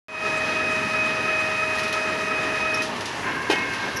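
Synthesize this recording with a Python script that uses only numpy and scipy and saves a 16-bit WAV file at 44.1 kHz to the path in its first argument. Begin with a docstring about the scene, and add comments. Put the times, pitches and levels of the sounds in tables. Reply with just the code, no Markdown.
"""A belt conveyor carrying a parcel through a warehouse, the microphone close beside its frame.
The toothed drive hums and whines, its roughness repeating on every lap, then stops; small parts click
and squeak. The roller sorter starts with a rougher whine and the parcel knocks onto it, ringing the
steel. Farther off in the hall, other machines and motors drone throughout."""
import sys
import numpy as np
from scipy import signal
from scipy.fft import rfft, irfft
from scipy.io import wavfile
from scipy.ndimage import uniform_filter1d, map_coordinates

SR = 44100
rng = np.random.default_rng(int(sys.argv[2]) if len(sys.argv) > 2 else 0)


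def wav_out(sig):
    """Save sig, one row per channel (or a flat mono array), as 16-bit PCM at SR to the path in sys.argv[1]."""
    wavfile.write(sys.argv[1], SR, np.round(np.clip(np.atleast_2d(sig).T, -1, 1) * 32767).astype(np.int16))


N = 176400

# low tones of the drive: pitch_hz, level_db
HUM_TONES = [(421, -42), (630, -33.5), (841, -49.5)]
# high tones of the drive: pitch_hz, level_db
WHINE_TONES = [(1251, -38), (1690, -44), (1760, -45), (1846, -42.5), (1900, -41.5), (5040, -52.5),
               (6089, -54.5)]
# course of the fourth mesh harmonic, the strongest whine: time_s, level_db
SHRILL_LEVELS = [(0.25, -27.5), (0.52, -29), (0.66, -25.5), (0.86, -31), (0.98, -24.5), (1.05, -25),
                 (1.15, -30), (1.3, -25.5), (1.39, -25), (1.49, -30.5), (1.58, -27), (1.88, -33),
                 (1.97, -29), (2.2, -36), (2.35, -28), (2.5, -34), (2.69, -25.5), (2.76, -30), (2.8, -25.5)]
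# frame resonances: pitch_hz, width_hz, gain_db
FRAME_MODES = [(450, 88, -18), (1297, 57, -2), (1709, 98, -1), (1860, 70, -1.5), (2499, 102, -0.5),
               (3080, 28, -5), (3800, 160, -13)]
# rough places that chirp once a lap: time_s, pitch_hz, half_length_s, level_db
LAP_CHIRPS = [(0.2607, 1285, .009, -24.5), (.348, 1305, 0.0083, -36.5), (.381, 1270, 0.008, -31),
              (.463, 1310, .007, -34), (.495, 1275, 0.0091, -30.5), (.58, 1262, 0.021, -33.5),
              (.279, 1910, 0.0088, -33), (.415, 1882, .011, -28), (.51, 1915, .007, -33),
              (0.278, 3830, .015, -45)]
# belt sliding on its bed: frequency_hz, gain_db
RUB_COLOUR = [(30, -38), (70, -25), (250, 0.5), (520, -11), (750, -8), (1050, -8), (1500, -0.5), (2200, -1),
              (3000, -17.5), (5000, -10.5), (8000, -27), (10500, -21.5), (12500, -73)]
# machinery across the hall: frequency_hz, gain_db
HALL_COLOUR = [(15, -59), (25, -26), (42, -22), (60, -10.5), (91, -3), (177, -3.5), (250, -0.5), (335, -1),
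               (436, -3.5), (632, -5.5), (684, -4.5), (966, -2), (1550, -7), (1780, -5), (2500, -8),
               (2710, -8), (3630, -14), (6000, -18.5), (8470, -32), (10700, -27), (14000, -54)]
# distant motors: pitch_hz, width_hz, level_db
MOTOR_DRONES = [(953, 30, -45.5), (403, 67, -45), (240, 74, -50.5), (151, 38, -52), (1797, 82, -45),
                (2733, 34, -49)]
# clicks of loose parts: start_s, level_db, echo_t60_s
PART_CLICKS = [(1.753, -36.5, 0.3), (1.784, -34, 0.12), (1.793, -32.5, 0.16), (1.832, -32, 0.2),
               (1.878, -33.5, .12), (1.925, -28.5, 0.18), (2.772, -39, .15), (2.819, -31.5, 0.18),
               (2.827, -32, 0.25), (2.962, -38, 0.14), (3.007, -32.5, .15), (3.056, -31, 0.17),
               (3.42, -37.5, 0.093), (3.734, -35.5, 0.26)]
# a click's direct tick at the microphone: frequency_hz, gain_db
TICK_COLOUR = [(500, -25), (2500, -12), (5000, 7), (8000, -13), (11000, -1), (14000, -13)]
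# its echo from the hall: frequency_hz, gain_db
ECHO_COLOUR = [(60, -30), (400, -22), (1500, -0.5), (3500, 7), (6000, 4), (8000, -11.5), (10500, -3.5),
               (14000, -49)]
# squeaks of small parts: centre_s, pitch_hz, half_length_s, level_db
PART_SQUEAKS = [(2.748, 5410, 0.0062, -29), (3.971, 5640, 0.0074, -30.5)]
# rough whine of the rollers: pitch_hz, width_hz, level_db
ROLLER_BANDS = [(1040, 110, -40), (1625, 190, -35), (2155, 62, -39), (2640, 220, -42.5)]
# tones of the roller motors: pitch_hz, waver_hz, level_db
ROLLER_MOTORS = [(1052, 18, -39.5), (1596, 18, -34.5)]
# the parcel lands and rattles: start_s, box_db, clatter_db, contact_cutoff_hz
PARCEL_KNOCKS = [(3.4941, -20, -45, 300), (3.4976, -11, -28, 450), (3.5002, -12.5, -22, 800),
                 (3.5107, -23, -22, 2000), (3.5233, -26, -28, 1000), (3.5331, -16, -31, 1000),
                 (3.5542, -28, -32, 1000), (3.583, -30, -33, 1500)]
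# modes of the box: pitch_hz, level_db, t60_s
BOX_MODES = [(345, -2, 0.026), (425, -1.5, 0.032), (560, -9, .03), (723, -11, 0.06), (863, -7, 0.08)]
# modes of the steel deck: pitch_hz, level_db, t60_s
DECK_MODES = [(1590, -4, .2), (1880, -4, 1), (2165, -4, 0.71), (2460, 1, 0.1), (2573, -1.5, 0.77),
              (2850, -3, 0.2), (3068, -3, 0.23)]
# clatter on the rollers: frequency_hz, gain_db
ROLLER_CLATTER = [(60, -32), (200, -18), (400, 0), (850, 10), (1200, -2), (2600, -4.5), (4000, -1.5),
                  (6300, -9), (8000, -18.5), (11000, -19), (14000, -42)]

MESH_HZ, TEETH = 630, 216
LAP_S = TEETH / MESH_HZ
DRIVE_STOP_S, SHRILL_STOP_S = 2.82, 2.808
SORTER_START_S, SORTER_RISE_S, SORTER_FADE_DB_PER_S = 3.225, 0.04, 4
SPIN_UP_S, SPIN_FLAT_SHARE, SPIN_SURGE_DB = 0.0556, 0.0385, 3.5
TIME = np.arange(N) / SR


def undb(db):
    """Decibels to amplitude."""
    return 10 ** (np.asarray(db) / 20)


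def unit(x):
    """Scale to rms 1."""
    return x / np.sqrt(np.mean(x ** 2))


def walk(rate_hz):
    """Smooth random wander with a spread near 1."""
    hold = int(SR / rate_hz)
    steps = np.repeat(rng.standard_normal(N // hold + 1), hold)
    return 1.67 * uniform_filter1d(uniform_filter1d(steps, hold), hold)[:N]


def lap_wobble():
    """A smooth random pattern that comes round with every lap; spread 1."""
    turn = 2 * np.pi * TIME / LAP_S
    phases = rng.uniform(0, 2 * np.pi, 14)
    return unit(sum(np.cos(k * turn + phase) for k, phase in enumerate(phases, 2)))


def each_lap(centre_s, half_s):
    """Bell-shaped envelope that comes round with every lap."""
    offset_s = (TIME - centre_s + LAP_S / 2) % LAP_S - LAP_S / 2
    return np.exp(-(offset_s / half_s) ** 2)


def in_step(hz):
    """The nearest pitch that fits a whole number of cycles into a lap."""
    return round(hz * LAP_S) / LAP_S


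def noise(colour):
    """Noise of a given colour, rms 1."""
    hz, db = np.array(colour, float).T
    gains = undb(np.interp(np.log(np.fft.rfftfreq(N, 1 / SR) + 1), np.log(hz), db))
    return unit(irfft(rfft(rng.standard_normal(N)) * gains, N))


def resonate(x, hz, width_hz):
    """Steep resonance (two in a row), gain 1 at the centre."""
    b, a = signal.iirpeak(hz, hz / (1.5 * width_hz), fs=SR)
    return signal.lfilter(b, a, signal.lfilter(b, a, x))


def noise_band(hz, width_hz):
    """Noise around one pitch, rms 1."""
    return unit(resonate(rng.standard_normal(N), hz, width_hz))


def fall(start_s, t60_s):
    """1 until the start, then an exponential decay."""
    return np.exp(-np.log(1000) * np.clip((TIME - start_s) / t60_s, 0, 2))


def rise(start_s, rise_s):
    """Straight ramp from 0 to 1."""
    return np.clip((TIME - start_s) / rise_s, 0, 1)


def burst(start_s, t60_s):
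    """Quick rise and exponential decay."""
    return rise(start_s, 0.0013) * fall(start_s, t60_s)


def swell(centre_s, half_s):
    """Bell-shaped envelope."""
    return np.exp(-np.minimum(((TIME - centre_s) / half_s) ** 2, 20))


def tone(hz):
    """Sine of rms 1."""
    return np.sqrt(2) * np.sin(2 * np.pi * (hz * TIME + rng.random()))


def drive_tone(hz, wobble_db, flutter_db=0.5, flutter_hz=25.35):
    """A tone whose level wobbles with the lap and flutters at random; rms 1."""
    return unit(tone(hz) * undb(wobble_db * lap_wobble() + flutter_db * walk(flutter_hz)))


def drive_hum():
    """The drive's low hum, dipping briefly once a lap."""
    hum = sum(undb(db) * drive_tone(hz, wobble_db=0.8) for hz, db in HUM_TONES)
    return hum * undb(-8 * each_lap(0.534, half_s=0.014))


def mesh_shrill():
    """The fourth harmonic of the meshing teeth, swelling and sinking."""
    level_db = np.interp(TIME, *np.array(SHRILL_LEVELS).T) - 0.4
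    return drive_tone(4 * MESH_HZ, wobble_db=0.7, flutter_db=1, flutter_hz=70) * undb(level_db)


def teeth():
    """Uneven teeth strike and shake the frame, in the same pattern every lap."""
    strikes = rng.standard_normal(N) * (np.arange(N) % (SR // MESH_HZ) == 0)
    strikes = np.resize(strikes[:round(SR * LAP_S)], N)
    frame = sum(undb(db) * resonate(strikes, hz, width) for hz, width, db in FRAME_MODES)
    return undb(-33.5) * unit(frame)


def belt():
    """The belt rubs on its bed; once a lap its rough places chirp and its seam scuffs."""
    chirps = sum(undb(db) * tone(in_step(hz)) * each_lap(at, half) for at, hz, half, db in LAP_CHIRPS)
    scuff = noise_band(6700, width_hz=2200) * each_lap(0.378, half_s=0.018)
    scuff *= undb(-44 - 2 * TIME)  # fainter as the microphone moves on
    rub = noise(RUB_COLOUR) * undb(-36 + 0.52 * lap_wobble())
    return chirps + scuff + rub


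def conveyor():
    """Drive and belt, close by; at the stop the shrill tone dies first and the hum last."""
    hum = drive_hum() * fall(DRIVE_STOP_S, t60_s=0.89)
    whine = sum(undb(db) * drive_tone(in_step(hz), wobble_db=1.2) for hz, db in WHINE_TONES)
    shrill = mesh_shrill() * fall(SHRILL_STOP_S, t60_s=0.13)
    running = (whine + teeth() + belt()) * fall(DRIVE_STOP_S, t60_s=0.43)
    return running + hum + shrill


def hall(octaves=10, flicker_db=0.7, swell_db=0.25, mains_hz=99.2):
    """Distant machines: octave bands that swell together and flicker alone, over mains hum."""
    spectrum = rfft(noise(HALL_COLOUR))
    octave = np.clip(np.log2((np.fft.rfftfreq(N, 1 / SR) + 1) / 30), 0, octaves - 1)
    machines = 0
    for k in range(octaves):
        band = irfft(spectrum * np.maximum(1 - abs(octave - k), 0), N)
        bass_weight = 2.5 - k / octaves
        machines += band * undb(flicker_db * bass_weight * walk(18))
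    return machines * undb(-31.5 + swell_db * walk(1.4)) + undb(-53.5) * tone(mains_hz)


def distant_motors():
    """Motors far down the hall hold a few wavering pitches."""
    return sum(undb(db) * noise_band(hz, width) for hz, width, db in MOTOR_DRONES)


def clicks():
    """Loose parts click: a crisp, grainy tick, smeared by the hall's echo."""
    echo_level = np.sqrt(sum((undb(db) * burst(at, t60)) ** 2 for at, db, t60 in PART_CLICKS))
    tick_level = sum(undb(db - 7) * burst(at, t60_s=0.043) for at, db, _ in PART_CLICKS)
    echoes = noise(ECHO_COLOUR) * echo_level
    ticks = noise(TICK_COLOUR) * tick_level
    grain = unit(undb(3 * walk(rate_hz=1500)))
    return echoes + ticks * grain


def squeaks():
    """Two brief squeaks, each a narrow band and its octave; the lower band echoes."""
    sound = np.zeros(N)
    for at, hz, half, db in PART_SQUEAKS:
        low, octave = (noise_band(k * hz, width_hz=450) for k in (1, 2))
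        direct = swell(at, half) * (low + undb(-10) * octave)
        echo = undb(-8) * burst(at + half, t60_s=0.18) * low
        sound += undb(db) * (direct + echo)
    return sound


def roller_tone(hz, waver_hz, flutter_db=1.8):
    """A roller's tone, wandering in pitch and fluttering in level; rms 1."""
    phase = 2 * np.pi * np.cumsum(hz + waver_hz * walk(60)) / SR
    return unit(np.sin(phase) * undb(flutter_db * walk(40)))


def sorter():
    """Many small rollers at slightly different speeds start flat and surge as they spin up."""
    age_s = np.maximum(TIME - SORTER_START_S, 0)
    rollers = sum(undb(db) * noise_band(hz, width) for hz, width, db in ROLLER_BANDS)
    motors = sum(undb(db) * roller_tone(hz, waver) for hz, waver, db in ROLLER_MOTORS)
    # a shrinking time shift lowers the pitch until the rollers reach speed
    shift_s = SPIN_FLAT_SHARE * SPIN_UP_S * np.exp(-age_s / SPIN_UP_S)
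    whine = map_coordinates(rollers + motors, [(TIME + shift_s) * SR], mode="mirror")
    surge_db = SPIN_SURGE_DB * swell(SORTER_START_S + SPIN_UP_S, SPIN_UP_S / 2)
    return whine * rise(SORTER_START_S, SORTER_RISE_S) * undb(surge_db - SORTER_FADE_DB_PER_S * age_s)


def singing_rollers(start_s=3.49, rise_s=0.06):
    """The rollers sing as the parcel rides onto them."""
    envelope = rise(start_s, rise_s) * fall(start_s + rise_s, t60_s=1.3)
    return undb(-29.5) * roller_tone(2171, waver_hz=6) * envelope


def ring(modes, start_s, scatter=0.00404):
    """Struck, decaying modes, slightly detuned from blow to blow."""
    t = np.arange(SR) / SR
    ringing = np.zeros(SR)
    for hz, db, t60 in modes:
        detuned_hz = hz * (1 + scatter * rng.standard_normal())
        ringing += undb(db) * np.sin(2 * np.pi * detuned_hz * t) * np.exp(-np.log(1000) * t / t60)
    return np.pad(ringing, (int(start_s * SR), N))[:N]


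def parcel(low_cut_hz=274):
    """Each blow thuds in the box, clatters on the rollers and rings the deck; thud and ring are low-cut."""
    clatter_power = sum((undb(db) * burst(at, t60_s=0.14)) ** 2 for at, _, db, _ in PARCEL_KNOCKS)
    clatter = noise(ROLLER_CLATTER) * np.sqrt(clatter_power)
    rings = np.zeros(N)
    for at, box_db, clatter_db, cutoff_hz in PARCEL_KNOCKS:
        soft_contact = signal.butter(2, cutoff_hz, fs=SR, output="sos")
        thud = signal.sosfilt(soft_contact, ring(BOX_MODES, at))
        rings += undb(box_db) * thud + undb(clatter_db - 6) * ring(DECK_MODES, at)
    low_cut = signal.butter(3, low_cut_hz, "high", fs=SR, output="sos")
    return clatter + signal.sosfilt(low_cut, rings)


def scene():
    """The warehouse in mono, from beside the conveyor's frame."""
    machinery = conveyor() + hall() + distant_motors()
    return (machinery + clicks() + squeaks() + sorter() + singing_rollers() + parcel())[None]


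def record(dry, top_hz=14200):
    """The microphone's signal fades in from silence; the top is cut steeply."""
    fade = np.interp(TIME, [0.084, 0.182, 0.28], undb([-15, -6.5, 0]), left=0)
    high_cut = signal.ellip(8, 0.2, 70, top_hz, fs=SR, output="sos")
    return signal.sosfilt(high_cut, dry * fade)


dry = scene()
out = record(dry)
wav_out(out)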